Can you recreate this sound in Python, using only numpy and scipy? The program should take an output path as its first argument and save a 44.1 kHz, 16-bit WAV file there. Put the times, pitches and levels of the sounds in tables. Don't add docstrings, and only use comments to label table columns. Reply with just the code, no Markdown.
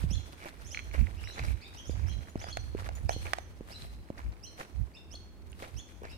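import sys
import numpy as np
from scipy import signal
from scipy.fft import rfft, irfft, next_fast_len
from scipy.io import wavfile
from scipy.ndimage import uniform_filter1d, map_coordinates

SR = 44100
rng = np.random.default_rng(int(sys.argv[2]) if len(sys.argv) > 2 else 0)


def digitize_waveform(pressure):
    field = np.atleast_2d(pressure).T
    bounded = np.clip(field, -1, 1)
    quanta = np.round(bounded * 32767).astype(np.int16)
    wavfile.write(sys.argv[1], SR, quanta)


N = 272097
TIME = np.arange(N) / SR

# start in seconds, length in seconds, left level in dB, right level in dB.
GUSTS = [(0.024, 0.16, -51, -34), (0.997, 0.027, -54, -23.5), (1.125, 0.15, -55, -43.5),
         (1.421, 0.011, -41, -34.5), (1.478, 0.064, -49, -33), (1.894, 0.31, -56, -37.5),
         (2.041, 0.0075, -52, -31), (2.376, 0.02, -45, -51), (2.585, 0.69, -52, -43.5),
         (3.045, 0.018, -55, -33), (3.824, 0.19, -53.5, -50.5), (4.255, 0.036, -37.5, -46),
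         (4.76, 0.047, -55, -39), (4.803, 0.02, -67, -31.5), (5.756, 0.011, -53, -39)]
GUST_RISE_S, GUST_FALL_S = 0.11, 0.16
AIR_DB, AIR_RIGHT_DB, AIR_WAVER_DB = -60.5, 4.5, 5.5
# frequency in Hz, level in dB.
RUMBLE = [(15, -47), (30, -18.5), (55, 4), (88, 0.5), (125, -14), (200, -28.5), (600, -59), (1500, -74)]
# frequency in Hz, level in dB.
FLUTTER = [(50, -22), (110, -0.5), (220, 1), (400, -25), (900, -48.5)]
# frequency in Hz, level in dB.
BUSH = [(88, -24), (150, 0), (341, -1.5), (484, -8.5), (2870, -26.5), (4160, -33), (16000, -35.5)]

# frequency in Hz, time to fade by 60 dB in seconds.
SCRUB = [(300, 0.15), (2500, 1), (4200, 0.98), (6500, 0.99), (12000, 0.28)]
# frequency in Hz, likeness from 0 to 1.
ALIKE = [(100, 1), (400, 0.77), (1000, 0.97), (2500, 0.1), (8000, 0.063)]

# time at the top of the sweep in seconds, top pitch in Hz, second partial level in dB,
# fundamental level in dB, final pip pitch in Hz, pip bend in Hz, pip level in dB, echo level in dB.
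BIRD_CALLS = [(.147, 3490, -47.5, -54.5, 4134, -86, -49.5, -0.5), (0.692, 3610, -56, -72, 0, -2.5, 0, 6),
              (0.745, 3350, -49.5, -58.5, 4114, -71, -51, 1), (1.194, 2950, -74, -65, 0, 0, 2, 7),
              (1.263, 2990, -60, -63.5, 4168, 520, -53.5, 5.5), (1.352, 3630, -55, -65.5, 0, 0, 0, 4),
              (1.632, 2605, -62.5, -61, 3861, 497, -60.5, 8), (1.799, 3330, -57.5, -60, 0, 15, 7, 4.5),
              (1.898, 3670, -53.5, -69, 4850, -120, -61.5, 4),
              (2.105, 3340, -57.5, -63, 4135, 118, -57.5, 6), (2.431, 3488, -54, -63, 4852, 83, -54.5, 2),
              (2.524, 3460, -53, -57.5, 4353, 108, -45.5, 0), (3.125, 3360, -49, -58, 4327, 172, -49, 3.5),
              (3.738, 2806, -54, -63, 4170, 349, -50.5, 0.5),
              (4.464, 3220, -51.5, -62, 4262.5, 105, -52, 1),
              (4.963, 2790, -64.5, -64, 3560, -150, -57.5, 2.5),
              (5.149, 3410, -51.5, -59.5, 4312, 95, -48.5, -2),
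              (5.808, 3520, -51.5, -58, 4276, -59, -59, -1.5),
              (6.113, 2820, -66, -67.5, 3861, 122, -66, 9.5)]
# start in seconds, length in seconds, pitch in Hz, level in dB.
THIN_TONES = [(2.59, 0.029, 6000, -61), (3.381, 0.085, 6100, -71.5)]
THIN_ECHO_DB = -3
# frequency in Hz, level in dB.
THROAT = [(4200, 1.5), (5200, -2.5), (6900, -8.5), (7500, -1), (8500, -11.5), (11500, -5), (14000, -51)]
# frequency in Hz, difference in dB.
BIRD_SIDE = [(3000, -2), (4100, -4.5), (5400, 18), (6800, 9), (8000, -8)]
SWEEP_HZ_PER_S, SWEEP_EASE = 24000, 1.35
FULL_SWEEP_HZ, FULL_SWEEP_S = 3500, .049
PIP_S, PIP_BEND_HZ_PER_S = 0.011, 15000
PIP_WAVER = .017

# start in seconds, level in dB, snap in dB relative to the hollow knock.
CLACKS = [(2.442, -30.5, -5), (2.571, -24.5, 3), (2.89, -28, -4), (3.0934, -16.5, -3), (3.108, -28.5, -14),
          (3.334, -21.5, 7), (3.385, -26.5, -3)]
# start in seconds, level in dB, pitch in Hz.
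TICKS = [(.747, -21, 2310), (0.7738, -19, 2250), (0.7922, -22.5, 2300), (.799, -32, 2250),
         (0.913, -36, 2270), (1.07, -29.5, 2070), (1.24, -31.5, 2420), (1.274, -30, 2060),
         (1.398, -33.5, 2420), (3.268, -26.5, 2390), (3.822, -30, 4050), (5.519, -33.5, 9100),
         (5.53, -36.5, 2850)]
TICK_CYCLES = 15.8
# start in seconds, level in dB.
CHINKS = [(2.296, -53), (2.953, -43), (5.498, -60)]
# pitch in Hz, time to fade by 60 dB in seconds, level in dB.
HANDLE = [(605, 0.01, -32), (723, 0.013, 7)]
# pitch in Hz, time to fade by 60 dB in seconds, level in dB.
RING = [(6000, 0.18, 3), (6938, 0.112, 12.5), (10700, 0.37, -0.5), (14400, 0.068, 3)]
# frequency in Hz, level in dB.
CRACK = [(300, -29), (900, -2.5), (1300, 9.5), (2200, 4.5), (3000, -2), (4400, -5), (7000, -8),
         (15000, -28.5)]

# start in seconds, level in dB, ring pitch in Hz, ring in dB relative to the push.
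THUMPS = [(0.04, -46.5, 155, 24.5), (0.113, -40, 182, 12), (1.896, -25, 470, -7), (2.357, -20, 600, -6),
          (2.75, -33.5, 400, 9.5), (3.164, -30, 472, -2.5), (3.609, -29.5, 450, -7.5),
          (4.103, -25, 547, -2.5), (6.02, -51, 450, 16)]
THUMP_CYCLES = 10.3

# start of full weight in seconds, crunch level in dB,
# fine hiss level in dB, time to fade by 60 dB in seconds.
SCUFFS = [(0.0, -47, -58, 0.27), (0.461, -46, -61.5, 0.24), (0.951, -47.5, -65, 0.59),
          (1.22, -55, -68.5, 2.7), (1.392, -46, -73, 0.44), (1.48, -58, -60, 0.27),
          (2.0, -53.5, -70.5, 2.5), (2.425, -45.5, -70, 0.32), (2.499, -46.5, -65, 0.076),
          (2.61, -79, -68, 0.85), (2.797, -47.5, -65.5, 0.8), (3.11, -76, -63, 1.2), (3.25, -58, -61, 0.66),
          (3.709, -56.5, -65, 0.52), (3.798, -61, -62.5, 0.71), (4.187, -52, -72.5, 0.79),
          (4.605, -54, -63, 0.41), (5.614, -53.5, -62, 1.08), (6.12, -59.5, -68, 1.2)]
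SCUFF_RISE_S, SCUFF_HOLD_S = 0.3, 0.009
# time in seconds, level in dB.
PATTER = [(0, -57.5), (3.3, -66), (4.5, -67), (5.4, -68.5), (6.17, -68)]
PATTER_HISS_DB, UNEVEN_DB = -11.5, 3
# start in seconds, level in dB.
HEELS = [(3.254, -38.5), (4.591, -43.5), (4.6, -42), (5.624, -40), (6.041, -46.5)]
# start in seconds, level in dB.
STONES = [(.434, -41), (0.466, -35), (0.991, -35), (2.419, -38), (4.611, -37), (6.052, -38)]
# start in seconds, level in dB.
PATS = [(.457, -35.5), (0.947, -39.5), (3.705, -43), (5.625, -40), (5.14, -43), (6.033, -40)]
# start in seconds, level in dB.
LEAVES = [(0.423, -50), (.945, -50), (.99, -68), (.99, -55), (1.395, -50.5), (1.479, -53), (2.005, -61),
          (4.611, -76), (6.05, -55.5)]
# frequency in Hz, level in dB.
CRUNCH = [(120, 2.5), (300, 1.5), (750, 2.5), (1100, 0.5), (1600, 0.5), (2400, -2.5), (3300, -13),
          (7000, -7.5), (12000, -47)]
# frequency in Hz, level in dB.
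HISS = [(2000, 10.5), (4000, 8.5), (6300, 4), (7400, 1), (8500, 6.5), (10500, 2), (14000, -1), (16000, -22)]
# frequency in Hz, level in dB.
EARTH = [(200, -14.5), (650, -3), (2500, -37)]
# frequency in Hz, level in dB.
LEAF = [(1200, -14.5), (2350, -1.5), (3600, -22.5)]

TOP_HZ = 15850


def amp(db):
    return 10 ** (np.asarray(db) / 20)


def unit(x):
    return x / np.sqrt(np.mean(x ** 2) + 1e-20)


def along(points, hz):
    f, v = np.transpose(points)
    return np.interp(np.log(hz + 1), np.log(f + 1), v)


def curves(rows):
    s, *cols = np.transpose(rows)
    return [np.interp(TIME, s, c) for c in cols]


def filtered(x, response):
    n = x.shape[-1]
    m = next_fast_len(n + 8192)
    return irfft(rfft(x, m) * response(np.fft.rfftfreq(m, 1 / SR)), m)[..., :n]


def coloured(x, spectrum):
    return unit(filtered(x, lambda hz: amp(along(spectrum, hz))))


def add(track, s, sound):
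    i = max(0, round(s * SR))
    part = track[..., i:i + sound.shape[-1]]
    part += sound[..., :part.shape[-1]]


def spread(pair):
    turn = lambda hz: np.arccos(np.clip(along(ALIKE, hz), -1, 1)) / 2
    mid, side = filtered(pair, lambda hz: np.array([np.cos(turn(hz)), np.sin(turn(hz))]))
    return np.array([mid + side, mid - side])


def placed(x, lag_ms, right_db):
    half = np.array([[-.5], [.5]])
    lag = lag_ms / 1000
    return amp(half * right_db) * filtered(x, lambda hz: np.exp(2j * np.pi * hz * lag * half))


def ring(modes, t, detune):
    out = 0
    for hz, t60, db in modes:
        struck_hz = hz * (1 + detune * rng.standard_normal())
        out = out + amp(db - 60 * t / t60) * np.sin(2 * np.pi * struck_hz * t)
    return out


def grit(rate, grain_hz, spread_db, bed):
    when, size, pitch, side = rng.random((int(rate * N / SR), 4)).T
    t = np.arange(SR // 200) / SR
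    cycles = grain_hz * 2 ** (3.4 * (pitch[:, None] - .5)) * t
    size_db = spread_db * np.minimum(-np.log(1 - size), 3)
    gain = amp(size_db)[:, None] * 2 ** (3.4 * pitch[:, None])
    grains = gain * np.sin(2 * np.pi * cycles) * np.exp(-cycles / 1.13)
    start = (when * (N - len(t))).astype(int) + N * (side > .5)
    index = start[:, None] + np.arange(len(t))
    pair = np.bincount(index.ravel(), grains.ravel(), 2 * N).reshape(2, N)
    return unit(pair) + bed * rng.standard_normal((2, N))


def impact(spectrum, n):
    cepstrum = irfft(np.log(amp(along(spectrum, np.fft.rfftfreq(2 * n, 1 / SR)))))
    cepstrum[1:n] *= 2
    cepstrum[n + 1:] = 0
    pulse = irfft(np.exp(rfft(cepstrum)))[:n]
    return pulse / np.abs(pulse).max()


def wobble(rate):
    return map_coordinates(rng.standard_normal(int(N * rate / SR) + 4), [TIME * rate])


def swell(s, hold, rise, fall):
    before = np.maximum(s - TIME, 0)
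    after = np.maximum(TIME - s - hold, 0)
    return -60 * np.minimum(before / rise + after / fall, 2)


def together(levels_db):
    return 10 * np.log10(sum(amp(db) ** 2 for db in levels_db))


def scrub(x):
    hz, t, z = signal.stft(rng.standard_normal((2, SR)), SR, nperseg=256)
    fade = amp(-60 * t / along(SCRUB, hz)[:, None])
    early_boost = 1 + 1.64 * np.exp(-t / 0.045)
    tail = signal.istft(z * fade * early_boost, SR, nperseg=256)[1]
    tail = tail / np.linalg.norm(tail[0])
    delayed = np.pad(tail, ((0, 0), (SR // 200, 0)))
    return signal.fftconvolve(np.atleast_2d(x), delayed, axes=1)[:, :x.shape[-1]]


def gusting():
    waver = AIR_WAVER_DB * np.array([wobble(rate=6.9), wobble(rate=9)])
    levels = [AIR_DB + np.array([[0], [AIR_RIGHT_DB]]) + waver]
    for s, length, left_db, right_db in GUSTS:
        levels.append(np.array([[left_db], [right_db]]) + swell(s, length, GUST_RISE_S, GUST_FALL_S))
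    return together(levels)


def breeze():
    level_db = gusting()
    eddies = coloured(rng.standard_normal((2, N)), RUMBLE)
    power = np.abs(uniform_filter1d(eddies ** 2, size=1200))
    eddies = unit(eddies / np.sqrt(power + 0.11))
    flutter = amp(1.42 * level_db + 1.0) * coloured(rng.standard_normal((2, N)), FLUTTER)
    hush = coloured(spread(rng.standard_normal((2, N))), BUSH)
    return amp(level_db + 7.0) * eddies + flutter + amp(-59.0) * placed(hush, lag_ms=0.03, right_db=2.0)


def note(pitch, partials, edge, waver=0.011):
    tremble = unit(uniform_filter1d(rng.standard_normal(len(pitch)), size=120))
    phase = 2 * np.pi * np.cumsum(pitch * (1 + waver * tremble)) / SR
    tone = sum(gain * np.sin(k * phase) for k, gain in enumerate(partials, 1))
    fades = signal.get_window(("tukey", np.clip(edge, 0, 1)), len(pitch))
    return np.sqrt(2) * tone * amp(3.1 * tremble[::-1]) * fades


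def sweep_length(top_hz):
    return FULL_SWEEP_S * (top_hz / FULL_SWEEP_HZ) ** 2


def chirp(top_hz, second_db, first_db, pip_hz, bend_hz, pip_db):
    length = sweep_length(top_hz)
    out, u = np.zeros(SR), np.linspace(0, 1, round(length * SR))
    pitch = top_hz - SWEEP_HZ_PER_S * length * (1 - u) ** SWEEP_EASE
    fundamental = amp(first_db + 18 - 20 * (1.5 - u))
    arch = np.abs(np.sin(np.pi * u ** 1.41))
    upper = [amp(second_db + db + along(THROAT, k * pitch)) * arch
             for k, db in enumerate([2, -11.5, -12], 2)]
    add(out, 0, note(pitch, [fundamental] + upper, edge=0.2))
    if pip_hz > top_hz:
        pip_length = PIP_S + abs(bend_hz) / PIP_BEND_HZ_PER_S
        v = np.linspace(0, 1, round(pip_length * SR))
        pip_pitch = pip_hz - bend_hz * (1 - v) ** SWEEP_EASE
        pip = note(pip_pitch, [1, .1], edge=0.91, waver=PIP_WAVER)
        add(out, length - .002, amp(pip_db) * pip)
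    return out


def birds_and_thin_tones():
    direct, echo = np.zeros(N), np.zeros((2, N))
    sounds = []
    for s, top_hz, *voice, echo_db in BIRD_CALLS:
        sounds.append((s - sweep_length(top_hz), chirp(top_hz, *voice), echo_db))
    for s, length, hz, db in THIN_TONES:
        tone = amp(db) * note(np.full(round(length * SR), hz), [1], edge=0.29)
        sounds.append((s, np.pad(tone, (0, SR)), THIN_ECHO_DB))
    for s, sound, echo_db in sounds:
        add(direct, s, sound)
        add(echo, s, amp(echo_db) * scrub(sound))
    ports = filtered(direct, lambda hz: amp(np.array([[-.5], [.5]]) * along(BIRD_SIDE, hz)))
    return ports + placed(echo, lag_ms=0, right_db=1.5)


def leads():
    knocks, snaps, rings = np.zeros(N), np.zeros((2, N)), np.zeros((2, N))
    t = np.arange(SR // 10) / SR

    def rattle(t60):
        return coloured(spread(rng.standard_normal((2, len(t)))), CRACK) * amp(-60 * t / t60)

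    snap = impact(CRACK, len(t))
    for s, db, snap_db in CLACKS:
        knock = ring(HANDLE, t, detune=0.0093) * (1 - np.exp(-t / 0.00088))
        add(knocks, s, amp(db) * knock)
        add(snaps, s, amp(db + snap_db) * (0.9 * snap + 0.46 * rattle(t60=0.015)))
    for s, db, hz in TICKS:
        tick = ring([(hz, TICK_CYCLES / hz, -1)], t, detune=0) * (1 - np.exp(-t / 0.0001))
        add(snaps, s, amp(db) * (tick + 0.041 * rattle(t60=0.067)))
    for s, db in CHINKS:
        chink = np.array([ring(RING, t, detune=0.0038), ring(RING, t, detune=0.0142)])
        add(rings, s, amp(db - 15.5) * chink)
        jingle = coloured(rng.standard_normal((2, len(t))), HISS)
        add(rings, s, amp(db - 13 - 60 * t / 0.23) * jingle)
    return placed(knocks, lag_ms=0.45, right_db=4.5) + placed(snaps, lag_ms=0.453, right_db=7.0) + rings


def thumps():
    out, t = np.zeros(N), np.arange(SR // 10) / SR
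    contact = np.roll(impact(CRUNCH, len(t)), SR // 2000)
    u = t / 0.00095
    push = 1.2 * (u - 1.3) * np.exp(-(u - 1.7) ** 2) * (1 - np.exp(-4 * u))
    for s, db, ring_hz, ring_db in THUMPS:
        fade = amp(ring_db - 60 * t * ring_hz / THUMP_CYCLES)
        tone = -fade * np.sin(2 * np.pi * ring_hz * t) * (1 - np.exp(-t / 0.00008))
        add(out, s - .0005, amp(db) * (push + tone - 0.15 * contact))
    return placed(out, lag_ms=0.3, right_db=2.5)


def leaves():
    level_db = together([db + swell(s, hold=0.029, rise=0.092, fall=0.27) for s, db in LEAVES])
    fractures = grit(rate=700, grain_hz=2300, spread_db=3, bed=.35)
    return amp(level_db) * coloured(fractures + 0.5 * fractures[::-1], LEAF)


def pads():
    load, t = np.zeros(N), np.arange(SR // 10) / SR
    for s, db in PATS:
        add(load, s, amp(db - 60 * t / 0.031))
    return load * coloured(rng.standard_normal(N), EARTH)


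def scuffing():
    patter_db, = curves(PATTER)
    crunch, hiss = [patter_db], [patter_db + PATTER_HISS_DB]
    for s, crunch_db, hiss_db, t60 in SCUFFS:
        shape_db = swell(s, SCUFF_HOLD_S, SCUFF_RISE_S, t60)
        crunch.append(crunch_db + shape_db)
        hiss.append(hiss_db + shape_db)
    uneven = UNEVEN_DB * wobble(rate=45)
    return together(crunch) + uneven, together(hiss) + uneven


def footsteps():
    crunch_db, hiss_db = scuffing()
    gravel = grit(rate=800, grain_hz=1600, spread_db=5, bed=.6)
    crunch = amp(crunch_db - 3.0) * coloured(spread(gravel), CRUNCH)
    fine = grit(rate=1000, grain_hz=5700, spread_db=22.5, bed=2.5)
    hiss = amp(hiss_db + 8.0) * coloured(spread(fine), HISS)
    load, t = np.zeros(N), np.arange(SR // 5) / SR
    for s, db in HEELS:
        add(load, s, amp(db - 60 * t / 0.18))
    for s, db in STONES:
        add(load, s, amp(db - 60 * t / 0.013))
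    coarse = grit(rate=1200, grain_hz=1310, spread_db=0.5, bed=0.65)
    heels = load * coloured(spread(coarse), CRUNCH)
    ground = amp(2.5) * crunch + heels + leaves() + pads()
    return placed(ground, lag_ms=0.36, right_db=2.5) + placed(hiss, lag_ms=0.27, right_db=-1.5)


def scene():
    near = leads() + thumps() + footsteps()
    return breeze() + birds_and_thin_tones() + amp(-18.5) * scrub(near) + near


def record(dry):
    return filtered(dry, lambda hz: hz < TOP_HZ)


dry = scene()
out = record(dry)
digitize_waveform(out)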